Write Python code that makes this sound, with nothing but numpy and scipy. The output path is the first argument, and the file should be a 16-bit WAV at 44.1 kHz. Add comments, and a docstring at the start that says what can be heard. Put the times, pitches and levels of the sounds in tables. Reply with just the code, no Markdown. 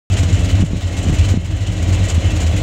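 """After a tenth of a second of silence an eight-cylinder car engine is heard idling, close beside the front wheel.
Uneven firings ring exhaust resonances over a silencer boom and throbs; the engine bay adds coloured hiss,
tiny impacts in metal and wavering tones. Three gritty bursts of noise tick in each cycle.
Soft bumps on the microphone are low pushes that ring out. The whole level dips at listed moments and climbs back."""
import sys
import numpy as np
from scipy import signal
from scipy.fft import rfft, irfft
from scipy.io import wavfile
from scipy.ndimage import uniform_filter1d

SR = 44100
rng = np.random.default_rng(int(sys.argv[2]) if len(sys.argv) > 2 else 0)


def to_wav(sig):
    """Store sig (one row per channel, or 1-D mono) as 16-bit WAV at the path in sys.argv[1].

    Samples outside -1..1 are clipped; the rate is SR.
    """
    pcm = np.clip(np.atleast_2d(sig), -1, 1) * 32767
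    pcm = np.round(pcm).astype(np.int16)
    wavfile.write(sys.argv[1], SR, pcm.T)  # frames by channels


N = 115542

START_S = 0.1
CYCLE_HZ = 6.266  # engine cycles, of eight firings each


def undb(db):
    """Turn dB into gain."""
    return 10 ** (np.asarray(db) / 20)


def level(x, db):
    """Set the rms level in dB."""
    return x * undb(db) / np.sqrt(np.mean(x ** 2))


def ring(x, hz, width_hz):
    """Pass x twice through one resonance, for steep skirts; the width is that of a single pass."""
    b, a = signal.iirpeak(hz, hz / width_hz, fs=SR)
    once = signal.lfilter(b, a, x)
    return signal.lfilter(b, a, once)


def colour(x, points):
    """Shape the spectrum of a noise by (Hz, dB) points, joined along log frequency."""
    hz, db = np.array(points).T
    f = np.maximum(np.arange(N // 2 + 1) * SR / N, 1)
    gain = undb(np.interp(np.log(f), np.log(hz), db))
    return irfft(rfft(x) * gain, N)


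def walk(rate):
    """Slow random wander with a spread near 1: random steps, rate a second, smoothed twice."""
    k = int(SR / rate)
    steps = np.repeat(rng.standard_normal(N // k + 1), k)
    smooth = uniform_filter1d(uniform_filter1d(steps, k), k)
    return 1.83 * smooth[:N]


def bands(x, flicker_db, rate):
    """Split x into overlapping octave bands, each flickering alone."""
    spectrum = rfft(x)
    hz = np.arange(len(spectrum)) * SR / N
    octave = np.log2(np.maximum(hz, 31.25) / 31.25)
    out = np.zeros(N)
    for k in range(10):
        band = irfft(spectrum * np.clip(1 - abs(octave - k), 0, 1), N)
        out += undb(flicker_db * walk(rate)) * band
    return out


def grains():
    """Dense tiny impacts of random sign and uneven size, swelling and thinning in strength."""
    grains_per_s, spread_db, swell_db = 1400, 4.0, 1.5
    hits = rng.random(N) < grains_per_s / SR
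    sign = rng.choice([-1., 1.], N)
    size = np.minimum(rng.exponential(size=N), 2)
    return hits * sign * undb(spread_db * size + swell_db * walk(20))


def engine_bay(t):
    """Broad flickering whir, small impacts exciting metal resonances, and wavering accessory tones."""
    # Spectrum of the whir. Each row: frequency in Hz, relative density in dB per Hz.
    whir_colour = [(15, -45), (25, -12.5), (96, -5.5), (116, -11.5), (144, -55), (179, -9.5), (222, -20),
                   (290, -18.5), (360, -22), (670, -21.5), (831, -30), (1210, -32), (2950, -32.5),
                   (4660, -42), (6990, -35.5), (11000, -62), (15700, -66)]
    # Metal resonances in the whir. Each row: frequency in Hz, width in Hz, rms level in dB.
    clatter = [(637, 200, -41.5), (1927, 76, -45.5), (2049, 20, -52), (2141, 39, -45.5), (2352, 57, -48),
               (2661, 120, -43), (2978, 290, -39.5), (3382, 230, -48.5), (3847, 220, -47.5),
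               (4160, 190, -47.5), (6880, 300, -52)]
    # Tones of an accessory. Each row: frequency in Hz, rms level in dB.
    whine = [(265.1, -34.5), (525.5, -43.5), (386, -49.5), (566, -48)]
    whir_db, flicker_db = -23.5, 0.4

    whir = bands(colour(rng.standard_normal(N), whir_colour), flicker_db, 14.)
    out = level(whir, whir_db)
    for hz, width_hz, db in clatter:
        out = out + level(ring(grains(), hz, width_hz), db)
    for hz, db in whine:
        strength = undb(1.37 * walk(5.63))
        phase_wander = 0.27 * walk(3.87)  # radians
        tone = strength * np.sin(2 * np.pi * hz * t + phase_wander)
        out = out + level(tone, db)
    return out


def bumps(t):
    """Each bump on the microphone is a quick low push with a pointed tip, ringing out exponentially."""
    # Each row: time in seconds, level of the ring in dB, pitch in Hz, decay to 1/e in cycles, sign.
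    knocks = [(.234, -9.5, 149, 1.7, 1), (.596, -15, 228, 0.73, 1), (0.605, -11.5, 185, .8, 1),
              (0.6269, -4, 194, 0.85, 1), (0.6372, 2.5, 154, 1.5, 1), (0.708, -10, 240, 0.89, 1),
              (0.734, -1.5, 174, 0.87, -1), (0.746, -8, 175, 0.75, -1), (1.054, -14.5, 196, 1.1, 1),
              (1.067, -8.5, 174, 1.3, 1), (1.087, -14, 210, 1.4, 1), (1.098, -5.5, 151, 1.5, 1),
              (1.127, -9.5, 142, 0.81, 1), (1.138, -11.5, 170, 0.74, -1), (1.341, -4, 218, 1.3, -1),
              (1.3749, 0, 169, 0.93, -1), (1.888, -14.5, 171, 1.1, 1), (2.18, -6, 166, 0.65, 1),
              (2.41, -19, 168, 1.1, 1)]
    rise_turns = 0.22
    tip_db, tip_s = -5, 0.0004  # tip relative to the ring, and its decay each way

    out = 0
    for s, db, hz, cycles, sign in knocks:
        turns = hz * (t - s)
        rise = np.exp(-(turns / rise_turns) ** 2)
        fall = np.exp(-abs(turns) / cycles)
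        shape = np.where(turns < 0, rise, fall)
        tip = undb(tip_db) * np.exp(-abs(t - s) / tip_s)
        out = out + np.sign(sign) * undb(db) * (np.cos(2 * np.pi * turns) * shape + tip)
    return out


def ticks(t):
    """Valve gear: bursts of gritty hiss at three fixed places in each cycle, under one patchy colour."""
    # The three ticks. Each row: place in the cycle from 0 to 1, attack, hold and decay in seconds.
    tick_shapes = [(0.043, .004, 0.02, 0.018), (0.415, 0.007, .006, 0.016), (0.705, 0.019, 0.01, 0.011)]
    # One row a cycle: relative strength of the first, second and third tick in dB.
    strengths = [(-42, -38, -30.5), (-27, -30, -33), (-30.5, -37, -32), (-29.5, -37, -32.5),
                 (-31, -34, -32.5), (-29.5, -32.2, -34), (-30.5, -32, -30), (-30, -28, -34),
                 (-28, -48, -33.5), (-29.5, -29.5, -32.5), (-31.5, -30, -32.5), (-36.5, -32, -32),
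                 (-30.5, -38, -30), (-27, -28.5, -37), (-35, -34.5, -32.8), (-28, -30, -36),
                 (-29, -40.0, -40.0)]
    # Spectrum of the hiss. Each row: frequency in Hz, relative density in dB per Hz.
    hiss_colour = [(1000, -7.5), (2000, -2.5), (3000, -1), (5000, -6.5), (6000, -5.5), (7200, 1),
                   (8300, -7), (9500, -15.5), (11000, -20.5), (15800, -24)]
    tick_db, grit_db, patchy_db = -34.5, 1, 1.5
    top_from_hz, top_evenness = 9500, 0.66  # a power below 1 makes the ticks differ less up there

    envelope = np.zeros(N)
    for cycle, row in enumerate(strengths):
        for (place, attack_s, hold_s, decay_s), db in zip(tick_shapes, row):
            age = np.maximum(t - (cycle + place) / CYCLE_HZ, 0)
            rise = np.clip(age / attack_s, 0, 1)
            fall = np.exp(-np.maximum(age - attack_s - hold_s, 0) / decay_s)
            envelope += undb(db) * rise * fall
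    envelope = level(envelope, 0)

    hiss = bands(colour(rng.standard_normal(N), hiss_colour), patchy_db, 39.8)
    high_pass = signal.butter(4, top_from_hz, "high", fs=SR, output="sos")
    top = signal.sosfiltfilt(high_pass, hiss)
    bursts = envelope * (hiss - top) + envelope ** top_evenness * top
    grit = undb(grit_db * walk(500))
    return level(grit * bursts, tick_db)


def exhaust(t):
    """Uneven firings and turbulent gas ring the pipes; the silencer throbs with a falling pitch."""
    # Pipe resonances. Each row: frequency in Hz, width in Hz, rms level in dB.
    pipes = [(48.2, 16, -22.5), (74.7, 6.8, -33), (99.37, 27, -20.5), (173.3, 27, -29), (307.2, 25.7, -33)]
    # Silencer throbs of the loping idle. Each row: centre in seconds, peak in dB, pitch at the centre in Hz,
    # length in seconds.
    throbs = [(0.132, -12, 88.4, 0.064), (0.246, -9.5, 83.8, 0.11), (0.344, -5.5, 92, 0.032),
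              (0.395, -18, 87, 0.026), (0.438, -12, 93, 0.04), (0.546, -5, 80, 0.036),
              (0.6, -11.5, 96, 0.09), (0.679, -12, 90.7, 0.024), (0.715, -9, 87, 0.034),
              (0.761, -10, 91, 0.025), (0.873, -9, 85.8, 0.089), (0.993, -7, 91.5, 0.026),
              (1.088, -10.5, 85.8, 0.064), (1.137, -7.5, 98, 0.025), (1.207, -7.0, 79.5, 0.056),
              (1.275, -13, 94, 0.03), (1.325, -5.5, 90, 0.033), (1.391, -6.5, 89.4, 0.054),
              (1.455, -7, 88.5, 0.014), (1.531, -8, 81, 0.084), (1.622, -7, 94.8, 0.04),
              (1.698, -11.8, 93, 0.031), (1.761, -20, 86, 0.034), (1.818, -8.5, 80.7, 0.058),
              (1.885, -8.3, 95, 0.041), (1.949, -11, 85.3, 0.072), (2.043, -11.5, 93, 0.088),
              (2.167, -9, 83.6, 0.077), (2.266, -9, 89, 0.034), (2.362, -10, 90.0, 0.061),
              (2.479, -7, 80.3, 0.084), (2.574, -16, 94.3, 0.075)]
    first_firing_s, scatter_db = 0.0041, 4.0
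    jitter = 0.037  # share of the gap between firings
    glide = -0.046  # share of the pitch gained over one length
    boom_hz, boom_width_hz, boom_db = 85.2, 45, -26.5  # turbulent gas in the silencer

    firing_hz = 8 * CYCLE_HZ
    k = np.arange(int(N / SR * firing_hz))
    timing, strength = rng.standard_normal((len(k), 2)).T
    at = (first_firing_s + (k + jitter * timing) / firing_hz) * SR
    pulses = np.zeros(N)
    pulses[np.clip(at.astype(int), 0, N - 1)] = undb(scatter_db * strength)

    out = np.zeros(N)
    for i, (hz, width_hz, db) in enumerate(pipes):
        out += (-1) ** i * level(ring(pulses, hz, width_hz), db)  # neighbours have opposite sign
    for (s, db, hz, length_s), turn in zip(throbs, rng.random(len(throbs))):
        u = np.clip((t - s) / length_s, -2, 2)
        swell = np.exp(-(1.84 * u) ** 4)
        turns = hz * (t - s) * (1 + glide * u / 2) + turn
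        out += undb(db) * swell * np.sin(2 * np.pi * turns)
    boom = ring(rng.standard_normal(N), boom_hz, boom_width_hz)
    return out + level(boom, boom_db)


def dips(t):
    """Gain of the whole sound: a quick fall into each dip, then a steady climb in dB; the deepest rules."""
    # Each row: time of the lowest point in seconds, depth in dB.
    low_points = [(.25, -1), (.635, -8.5), (.745, -2), (1.10, -2), (1.335, -4), (1.378, -10), (2.132, -2.5),
                  (2.451, -1.5)]
    attack_s, recover_db_per_s = 0.007, 17.5
    curves = []
    for s, db in low_points:
        fall = np.clip((t - s) / attack_s + 1, 0, 1)
        climb = np.minimum(db + recover_db_per_s * np.maximum(t - s, 0), 0)
        curves.append(fall * climb)
    return undb(np.min(curves, axis=0))


def scene():
    """The engine and the bumps together, under the dips of level, after the opening silence."""
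    t = np.arange(N) / SR
    together = engine_bay(t) + bumps(t) + ticks(t) + exhaust(t)
    return (together * dips(t) * (t > START_S))[None]


def record(dry):
    """Peaks are rounded towards a ceiling and the top is cut steeply."""
    ceiling, top_hz = 0.76, 15830
    rounded = dry / (1 + (abs(dry) / ceiling) ** 4) ** (1 / 4)
    low_pass = signal.ellip(12, .2, 80, top_hz, fs=SR, output="sos")
    return signal.sosfilt(low_pass, rounded)


dry = scene()
out = record(dry)
to_wav(out)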